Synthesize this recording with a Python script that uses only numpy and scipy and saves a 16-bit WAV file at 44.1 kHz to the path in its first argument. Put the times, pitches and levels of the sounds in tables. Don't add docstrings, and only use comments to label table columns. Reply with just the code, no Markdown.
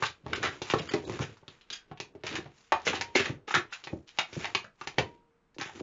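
import sys
import numpy as np
from scipy import signal
from scipy.fft import rfft, irfft
from scipy.io import wavfile
from scipy.ndimage import uniform_filter1d

SR = 44100
rng = np.random.default_rng(int(sys.argv[2]) if len(sys.argv) > 2 else 0)


def level_to_linear(level):
    exponent = np.asarray(level, float) / 20
    return 10 ** exponent


def persist_wave(psi):
    counts = np.round(np.clip(psi, -1, 1) * 32767).astype(np.int16)
    wavfile.write(sys.argv[1], SR, np.atleast_2d(counts).T)


N = 256662


def band(x, hz, width):
    return signal.lfilter(*signal.iirpeak(np.clip(hz, 20, 9000), hz / width, fs=SR), x)


def cut(x, lo_hz, hi_hz):
    return signal.sosfilt(signal.butter(2, [lo_hz, hi_hz], "band", fs=SR, output="sos"), x)


def peak(x, db):
    return x * level_to_linear(db) / np.sqrt(uniform_filter1d(x ** 2, size=176).max())


def unit(x):
    return x / np.sqrt(np.mean(x ** 2))


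def add(out, x, s):
    i = int(s * SR)
    out[i:i + len(x)] += x[:len(out) - i]


def slips(size, per_s, spread_db):
    boost_db = np.minimum(spread_db * rng.exponential(size=size), 8)
    return (rng.random(size) < per_s / SR) * rng.standard_normal(size) * level_to_linear(boost_db)


def flurry(first):
    fade_ms = 8.5
    clicks = slips(4000, 2400, 4.0) * np.exp(-np.arange(4000) / SR * 1000 / fade_ms)
    clicks[0] = first
    return clicks


def skin(clicks, hz, width):
    return band(band(clicks, hz, width * hz), hz, 3.2 * hz)


def crack(clicks):
    return cut(cut(clicks, 3800, 7000), 3200, 8000)


def snaps():
    # start in seconds, level in dB, ring in Hz,
    # crack in dB against the ring.
    pops = [(.024, -16, 1200, -15), (0.264, -29, 716, -16.5), (.281, -46, 614, -2), (0.333, -25, 1320, -35),
            (.429, -19, 1700, -3.5), (.618, -28, 738, -2), (.737, -14, 1184, -31.5),
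            (.89, -26.5, 1850, -38), (.937, -17.5, 560, -8), (1.096, -28, 950, -8), (1.122, -39, 970, 2),
            (1.191, -27, 980, -7.5), (1.37, -47, 1090, -7), (1.431, -48.5, 760, -38),
            (1.914, -34.5, 780, -49), (2.151, -49.5, 930, -7.5), (2.371, -39.5, 940, 2),
            (2.459, -38.5, 714, -17), (2.578, -64, 1780, 11), (2.721, -9, 813, -16.5),
            (2.728, -15, 1115, -25), (2.818, -47, 960, 4.5), (2.952, -34, 1320, -4.5),
            (3.184, -30.5, 1717, -5.5), (3.541, -10, 1700, -29), (3.548, -11, 1440, -7),
            (3.725, -28.5, 1420, -21), (4.643, -35.5, 1500, -10), (4.812, -28.5, 1100, -8.5),
            (5.693, -36, 821, -18)]
    # start in seconds, level in dB, ring in Hz, crack in dB against the ring.
    snicks = [(0.656, -39.5, 2390, -1.5), (0.7, -18, 2660, -13), (0.786, -29.5, 3540, -20),
              (.619, -25, 3600, -12.5), (1.48, -32.5, 3480, -33), (1.611, -46, 3100, -29),
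              (1.702, -26.5, 3840, -35), (1.727, -50, 3300, 8), (1.974, -42, 2620, -24),
              (2.001, -26, 2480, 0.5), (2.236, -30, 2160, -12), (2.267, -26, 2460, 0),
              (2.354, -24, 2400, -5), (2.869, -22, 2190, -3.5), (3.011, -20, 2160, 0.2),
              (3.155, -12.5, 2240, -18), (3.839, -33.5, 2770, -1.5), (3.872, -28, 2150, -26),
              (4.077, -51, 2910, 0.5), (4.174, -40, 2480, -2), (4.187, -11.5, 2546, -11.5),
              (4.33, -35.5, 2350, -0.5), (4.444, -20, 2190, -46), (4.453, -21.5, 2120, -22),
              (4.549, -13, 2560, -9), (4.873, -22.5, 2320, -3), (4.984, -10.5, 2280, -13),
              (5.545, -55.5, 2130, 1.5), (5.584, -31.5, 2660, -6), (5.612, -22.5, 1960, -3)]
    tear, ring_width = 3.6, 0.35
    rows = []
    for s, db, hz, c in pops:
        rows.append((s, db, hz, db + 0.5 + 0.69 * c, 2250, db + c))
    for s, db, hz, c in snicks:
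        slack_db = db - 8 - 2 * (hz / 1000 - 2.5)
        rows.append((s, slack_db, hz * 0.38, db, hz, db + c))
    out = np.zeros(N)
    for s, low_db, low_hz, high_db, high_hz, crack_db in rows:
        low = peak(skin(flurry(tear), low_hz, ring_width), low_db)
        high = peak(skin(flurry(-tear), high_hz, ring_width), high_db)
        add(out, low + high + peak(crack(flurry(tear)), crack_db), s)
    return out


def knocks():
    # start in seconds, peak in dB, air ring in Hz, bass in dB against the ring.
    firm = [(.023, -32, 415, 0), (0.26, -38.5, 308, 4.5), (0.442, -29, 458, -10), (.616, -30, 387, -7),
            (0.736, -16, 387, -6.5), (.797, -35, 440, 0), (.937, -17.5, 366, -10.5), (.949, -25, 365, -50),
            (1.095, -29, 380, -3.5), (1.197, -26, 206, 4.2), (1.219, -29.5, 405, 0),
            (2.236, -33.5, 430, -6.5), (2.385, -36.5, 351, -2), (2.723, -32, 382, -18.5),
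            (2.867, -25.5, 490, -13), (2.933, -35, 355, -19.5), (3.009, -40.5, 462, -6.5),
            (3.153, -21, 368, -16.5), (3.197, -27.5, 336, -6.5), (3.295, -29, 296, 1.5),
            (3.541, -29, 389, -11), (3.567, -28, 340, -6.5), (3.93, -27.5, 336, -0.5), (4.365, -32, 350, 2),
            (4.42, -52.5, 229, -6), (4.548, -32.5, 366, -7.5), (4.642, -47, 571, -3.5),
            (4.982, -20, 512, -5), (5.585, -36, 290, -7), (5.808, -29.5, 324, -12)]
    # start in seconds, peak in dB,
    # bass in dB against the ring.
    taps = [(.238, -62, 16), (0.326, -42, -16), (0.402, -39.5, -2), (0.7, -37.5, -3), (1.039, -38, -21),
            (1.426, -52, -1.2), (1.479, -47.5, 1), (1.708, -48.5, -10), (1.912, -41, 4.5), (2.0, -37, -5.5),
            (2.15, -40.5, -8), (2.316, -56, -6), (2.457, -50.5, 10), (2.887, -32.5, -3), (3.476, -43, -28),
            (3.509, -42, -11), (3.649, -47.5, -4), (3.835, -54, -9.5), (3.869, -42.5, -5),
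            (4.184, -41.5, -2.5), (4.327, -43, -2.5), (4.811, -43.5, -6.5), (4.87, -38.5, -5.5),
            (5.006, -31.5, -13), (5.564, -46, -12.5), (5.613, -42.5, -2), (5.657, -43, -4),
            (5.772, -50, -14)]
    tap_hz, push_ms, tear = 367, 12, 3.6
    out, t = np.zeros(N), np.arange(8000) / SR
    for s, db, hz, bass_db in list(firm) + [(s, db, tap_hz, bass) for s, db, bass in taps]:
        push = slips(len(t), 300, 16.0) * np.exp(-t * 1000 / push_ms)
        push[0] = tear
        ring = cut(cut(band(push, hz, 0.3 * hz), 150, 840), 72, 810)
        sway = cut(band(push, 145, 80), 47, 210)
        add(out, peak(ring, db) + peak(sway, db + bass_db), s)
    return out


def scrapes():
    # crest in seconds, level in dB, centre in Hz,
    # swell in ms, crack in dB.
    pulls = [(0.362, -37, 2520, 23, -31), (0.715, -30, 2360, 9.4, -17), (0.797, -34, 2550, 21, -28),
             (2.28, -36.5, 2310, 29, -22), (2.881, -22, 2150, 15, -22), (2.959, -32.5, 2500, 19, -34),
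             (3.739, -36, 2720, 14, -19), (3.849, -43.5, 3540, 9.9, -21), (4.458, -54, 2240, 36, -2),
             (5.631, -38.5, 1730, 49, -10), (4.435, -45, 2100, 43, -23), (4.495, -53, 690, 12, -22.5)]
    # crest in seconds, level in dB, centre in Hz, fade in ms, crack in dB.
    slides = [(.039, -24, 1300, 8.4, -29.5), (0.062, -31, 3000, 17, -52.5), (.45, -27.5, 1670, 20, -45),
              (1.14, -46.5, 2000, 14, -15), (1.226, -35.5, 2100, 18, -11), (1.737, -42, 2500, 21, -28),
              (2.362, -33, 1900, 7, -17), (2.658, -66, 2800, 30, -5.5), (2.86, -38, 2570, 8.6, 1.5),
              (2.935, -30, 910, 5.1, -13), (3.17, -24, 2400, 13.1, -9), (3.203, -27, 2057, 32, -29.5),
              (3.263, -30, 1970, 23, -21.5), (3.489, -39.5, 2310, 9.6, -14.5),
              (3.517, -38.5, 2220, 8.3, -6), (3.562, -25.5, 1720, 16, -22), (4.09, -47, 3120, 15, -18.5),
              (4.351, -44.5, 2340, 24, -8.5), (5.77, -62.5, 2600, 13.8, 2)]
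    rows = [(s, db, hz, ms, ms * 0.83, c) for s, db, hz, ms, c in pulls]
    rows += [(s, db, hz, ms * 0.97, ms, c) for s, db, hz, ms, c in slides]
    out, t = np.zeros(N), np.arange(-1500, 7000) / SR * 1000
    for s, db, hz, swell, fade, crack_db in rows:
        drag = np.where(t < 0, np.exp(-(t / max(swell, 2)) ** 2), np.exp(-t / max(fade, 2)))
        clicks = slips(len(t), 2300, 2.0) * drag
        add(out, peak(skin(clicks, hz, 0.82), db) + peak(crack(clicks), db + crack_db), s + t[0] / 1000)
    return out


def squeaks():
    # start in seconds, level in dB, click rate in Hz at the start, click rate in
    # Hz at the end, length in ms.
    trains = [
        (.3312, -24, 745, 676, 4),
        (1.7265, -32.5, 1660, 1630, 15),
        (1.75, -48.5, 1840, 1400, 26),
        (3.4795, -38, 410, 430, 11),
        (3.507, -28.5, 430, 430, 5.41),
        (1.049, -49, 3950, 3700, 7.9),
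        (3.151, -21.5, 2257, 2066, 10.5),
        (3.17, -34, 2100, 2600, 19),
        (3.19, -30, 3048, 1700, 15),
        (.889, -36.5, 1500, 1600, 14),
    ]
    out, t = np.zeros(N), np.arange(3000) / SR
    for s, db, start_hz, end_hz, ms in trains:
        overtone = 2.6 if start_hz < 1850 else 1
        hz = (start_hz + end_hz) / 2 * overtone
        along = np.clip(t * 1000 / ms, 0, 1)
        wobble = 1 + 0.05 * unit(uniform_filter1d(rng.standard_normal(len(t)), size=30))
        turns = np.cumsum((start_hz + (end_hz - start_hz) * along) * wobble) / SR
        clicks = np.diff(np.floor(turns), prepend=-1) * (along < 1) * (.5 + np.sin(np.pi * along))
        add(out, peak(band(band(clicks, hz, 1.6 * hz), hz, .9 * hz), db), s)
    return out


def ticks():
    # start in seconds, peak in dB, ring in Hz.
    clean_slips = [(0.0279, -18, 2230), (0.0597, -23, 1850), (0.086, -32, 2070), (0.3657, -29, 2600),
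                   (0.4615, -24, 1640), (0.619, -22, 3160), (0.7411, -20, 1340), (0.7479, -22, 1360),
                   (0.7902, -28, 3140), (0.8903, -28, 2940), (0.9031, -32, 1940), (0.9352, -29, 3260),
                   (0.9601, -31, 1950), (1.0982, -32, 1760), (1.2377, -32, 2330), (2.2385, -31, 2230),
                   (2.2654, -28, 4040), (2.2689, -26, 2830), (2.3735, -31, 2590), (2.7229, -18, 1400),
                   (2.8675, -21, 3890), (2.8984, -22, 2270), (2.9225, -30, 2160), (2.9541, -24, 2000),
                   (3.0256, -27, 2380), (3.2948, -32, 1920), (3.4791, -32, 1980), (3.5066, -26, 1830),
                   (3.5181, -30, 1950), (3.5442, -14, 1910), (3.875, -32, 2390), (3.8824, -33, 2090),
                   (4.2215, -28, 2290), (4.4338, -31, 2000), (4.4362, -33, 1930), (4.453, -18, 2140),
                   (4.4554, -20, 2480), (4.5505, -13, 2420), (4.5531, -13, 2780), (4.5752, -27, 2900),
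                   (4.5899, -32, 3070), (4.8189, -33, 1750), (5.6155, -26, 2010), (5.6285, -27, 1950)]
    out, click = np.zeros(N), np.arange(600) == 0
    for s, db, hz in clean_slips:
        ring = skin(click, hz, .8)
        add(out, level_to_linear(db + 1) * ring / np.abs(ring).max(), s)
    return out


def rings():
    # crest in seconds, level in dB, pitch in Hz, length in ms.
    plain_notes = [(0.025, -34, 840, 10), (0.062, -38, 1378, 8), (0.072, -42, 2239, 14),
                   (0.446, -36, 1701, 21), (0.721, -40, 1873, 22), (0.739, -29, 1270, 8),
                   (0.759, -27, 452, 31), (1.224, -29, 151, 27), (1.264, -43, 108, 82),
                   (2.731, -25, 1077, 9), (2.731, -35, 388, 26), (2.732, -36, 2455, 15),
                   (2.878, -31, 2110, 25), (2.878, -34, 1077, 11), (2.89, -34, 538, 29),
                   (2.895, -36, 129, 13), (3.011, -40, 3768, 8), (3.155, -42, 5835, 36),
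                   (3.16, -32, 3639, 9), (3.161, -35, 1270, 10), (3.174, -29, 2196, 23),
                   (3.187, -35, 3036, 9), (3.188, -29, 409, 42), (3.216, -36, 1680, 25),
                   (3.218, -38, 3187, 14), (3.222, -38, 2196, 39), (3.259, -36, 1701, 15),
                   (3.262, -39, 1227, 10), (3.265, -39, 2713, 13), (3.266, -41, 904, 18),
                   (3.509, -41, 409, 10), (3.558, -32, 840, 21), (3.559, -32, 151, 19),
                   (3.562, -28, 1701, 28), (3.585, -31, 366, 34), (3.933, -33, 151, 20), (4.19, -29, 883, 9),
                   (4.192, -30, 2778, 13), (4.2, -35, 1593, 20), (4.376, -33, 345, 16),
                   (4.457, -36, 2089, 15), (4.984, -30, 2821, 8), (4.984, -42, 5599, 7),
                   (4.985, -31, 151, 9), (4.989, -32, 2175, 16), (5.0, -37, 1464, 20), (5.004, -32, 711, 24),
                   (5.63, -41, 1680, 29)]
    # crest in seconds, level in dB, pitch in Hz, length in ms.
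    further_notes = [(4.378, -32, 170, 24), (3.16, -24, 385, 16), (2.357, -38, 1650, 14),
                     (2.357, -38, 2450, 14), (3.546, -26, 1650, 10), (.79, -42, 5300, 14),
                     (.80, -42, 3300, 16), (.892, -38, 3150, 10), (.955, -42, 960, 60), (4.41, -46, 2100, 30),
                     (4.488, -42, 850, 10), (5.62, -40, 2300, 18), (5.71, -46, 820, 8), (3.483, -42, 420, 12),
                     (1.8, -63, 1550, 80), (5.015, -40, 1050, 40), (1.225, -35, 400, 20), (2.74, -46, 85, 50),
                     (.1, -50, 85, 50), (.91, -44, 500, 20), (5.78, -48, 370, 30), (.008, -44, 350, 14),
                     (2.39, -38, 330, 12), (1.13, -40, 120, 50)]
    sag, shake_depth, level_db = .03, .45, -2
    out, t = np.zeros(N + 3000), np.arange(-3000, 9000) / SR
    for s, db, hz, ms in list(plain_notes) + list(further_notes):
        fall = max(ms, 3) / 1000
        rise = min(fall * .35, .006)
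        swell = np.exp(-(t / rise) ** 2)
        fade = np.exp(-(np.abs(t) / (fall * .75)) ** 1.5)
        shape = np.where(t < 0, swell, fade)
        shake = 1 + shake_depth * unit(band(rng.standard_normal(len(t)), hz / 14, hz / 10))
        turns = np.cumsum(hz * (1 - sag * np.tanh(t / fall))) / SR
        add(out, level_to_linear(db + level_db) * np.sqrt(2) * shape * shake * np.sin(2 * np.pi * turns), s)
    return out[3000:]


def twangs():
    # start in seconds, level in dB, partial in Hz, 60 dB decay in seconds, damped after seconds.
    plucks = [
        (3.012, -39, 937, .6, .15),
        (3.012, -47, 2019, .2, .14),
        (3.012, -53, 3930, .17, .12),
        (4.99, -41, 948, .6, .33),
        (5.0, -64, 463, 2.4, .46),
        (2.24, -56, 950, 1.2, .3),
        (1.73, -55, 1600, .35, .17),
        (1.73, -54, 3300, .28, .14),
        (1.73, -57, 4950, .15, .1),
    ]
    out, t = np.zeros(N), np.arange(SR) / SR
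    for s, db, hz, t60, stop in plucks:
        fade = np.exp(-np.log(1000) * t / t60) * np.clip((stop - t) / 0.04, 0, 1)
        waver = 1 + min(hz / 5000, .7) * unit(band(rng.standard_normal(SR), hz / 30, hz / 25))
        add(out, level_to_linear(db) * fade * waver * np.sin(2 * np.pi * hz * t), s)
    return out


def rubbing():
    # crest in seconds, rustle in dB, hiss in dB and tube rumble in dB against the rustle.
    strokes = [(.01, -46, -3.7, 3), (.33, -43.5, -24, 9.5), (.44, -46, -1.5, 11), (.53, -47, -6.5, -3),
               (.68, -41, -4, -16), (.81, -47, -9, 5), (.92, -40.5, -9.5, -0.2), (1.08, -51.5, 0.5, 15),
               (1.16, -45.5, -5, 0), (1.3, -54.5, -6.5, 1), (1.52, -54.5, -6, -4), (1.72, -56, -20, -3),
               (1.92, -63.5, -29, 10.5), (2.11, -75, -3, 17), (2.33, -38, -22.5, 3.5),
               (2.62, -66, 4.5, -14.5), (2.77, -48, -24, -28.5), (2.9, -47.5, -6.5, 13),
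               (2.98, -45.5, -18.5, 3), (3.13, -60, -4, -0.5), (3.26, -65.5, -17, 29.5),
               (3.55, -56.5, -18.5, -5.5), (3.74, -47, -5, -34.5), (3.92, -60.5, 0.5, 16),
               (4.3, -58.5, -4, -8), (4.41, -42, -3.5, -0.5), (4.5, -54.5, -17, -1.7), (4.8, -70, -2, -10),
               (4.845, -53, -3, -10), (4.36, -52, 2, -5), (4.165, -58, -3, -10), (.857, -56, 4, -10),
               (2.56, -66, 3, -10), (5.0, -50, -10.5, -4.3), (5.03, -59.5, -8.5, 17.5),
               (5.77, -47.5, -2.5, 3)]
    rise_db_s, fall_db_s = 298.5, 152
    clump_db, clump_ms = 2, 9
    s, db, hiss_db, rumble_db = np.transpose(strokes)[:, :, None]
    t = np.arange(0, N, 64) / SR
    drag_db = db - np.maximum((s - t) * rise_db_s, (t - s) * fall_db_s)
    clumps = uniform_filter1d(rng.standard_normal(len(t)), max(int(clump_ms * SR / 64000), 1))
    drag_db = drag_db + clump_db * unit(clumps)

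    def loudness(offset_db):
        return np.interp(np.arange(N) / SR, t, level_to_linear(drag_db + offset_db).sum(axis=0))

    grain = unit(slips(N, 2500, 1.7)) + 0.97 * rng.standard_normal(N)
    rumble = band(rng.standard_normal(N), 84, 32) + level_to_linear(-5.5) * band(grain, 360, 140)
    rustle = loudness(0) * unit(cut(grain, 690, 3400))
    hiss = loudness(hiss_db) * unit(cut(grain, 2100, 10000))
    return rustle + hiss + loudness(rumble_db) * unit(cut(rumble, 42, 750))


def room(x):
    # band centre in Hz, 60 dB decay in seconds.
    decays = [(100, 0.19), (300, 0.087), (800, 0.17), (2000, 0.032), (4000, 0.11), (7000, 0.12)]
    t, out = np.arange(SR // 2) / SR, x
    place = np.arange(N) * 5 // SR % 3
    for k in range(3):
        echoes = rng.standard_normal(len(t)) * (rng.random(len(t)) < .015 + 8 * t) * (t > .002)
        tail = sum(band(echoes, hz, 2.5 * hz) * np.exp(-np.log(1000) * t / t60) for hz, t60 in decays)
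        tail = tail / np.sqrt(np.sum(tail ** 2))
        out = out + level_to_linear(-7) * signal.fftconvolve(x * (place == k), tail)[:N]
    return out


def air():
    # frequency in Hz, density in dB per Hz.
    hush = [(15, -35), (25, -13), (136, -4.5), (204, -3.5), (428, -12.5), (460, -0.5), (506, -15.5),
            (1310, -13.5), (7500, -42), (9750, -58), (16500, -120)]
    hz, db = np.transpose(hush)
    f = np.arange(1, N // 2 + 2) * SR / N
    colour = level_to_linear(np.interp(np.log(f), np.log(hz), db))
    return level_to_linear(-68.5) * unit(irfft(rfft(rng.standard_normal(N)) * colour, N))


def scene():
    # centre in Hz, width in Hz, level in dB.
    body = [(790, 180, 6), (1300, 870, 2), (1700, 34, 0.5), (2280, 28, -12), (2800, 600, -3),
            (3620, 560, 0)]
    slip = level_to_linear(-8.0) * snaps() + scrapes() + squeaks()
    slip = slip + level_to_linear(-6) * sum(level_to_linear(db) * band(slip, hz, w) for hz, w, db in body)
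    in_room = room(slip + level_to_linear(1.0) * knocks() + ticks())
    return (in_room + rubbing() + twangs() + air() + rings())[None]


def hollows(x):
    # start in seconds, end in seconds, lowest empty band in Hz.
    gaps = [(.338, .356, 4350), (.795, .814, 4200), (.88, .91, 2650), (.88, .906, 4150),
            (2.13, 2.146, 2200), (4.853, 4.862, 4600), (1.041, 1.073, 1400), (1.937, 1.96, 4400),
            (1.937, 1.96, 5200), (3.687, 3.71, 4600)]
    step, width = 1.45, .17
    t = np.arange(N) / SR
    for t0, t1, lowest_hz in gaps:
        gate = np.clip(np.minimum(t - t0, t1 - t) / 0.0066 + .5, 0, 1)
        near = slice(int(t0 * SR) - 2000, int(t1 * SR) + 2000)
        for hz in lowest_hz * step ** np.arange(3):
            edges = hz * (1 + width * np.array([-.5, .5]))
            lost = signal.sosfiltfilt(signal.butter(4, edges, "band", fs=SR, output="sos"), x[near])
            x = x - .94 * gate * np.pad(lost, (near.start, N - near.stop))
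    return x


def band_limit(x):
    return signal.sosfilt(signal.butter(12, 8400, fs=SR, output="sos"), x)


def record(dry):
    top_hz, sway_db, hiss_db = 7250, -74, -87.5
    x = signal.sosfilt(signal.butter(2, 75, "high", fs=SR, output="sos"), dry)
    x = x + level_to_linear(sway_db) * unit(cut(rng.standard_normal(N), 15, 44))
    x = hollows(x[0])[None]
    x = signal.sosfilt(signal.cheby1(14, .5, top_hz, fs=SR, output="sos"), x)
    x = 1.022 * np.tanh(x / 1.503) + level_to_linear(hiss_db) * rng.standard_normal(x.shape)
    x = x * np.clip((N - np.arange(N)) / 200, 0, 1)
    return band_limit(x)


dry = scene()
out = record(dry)
persist_wave(out)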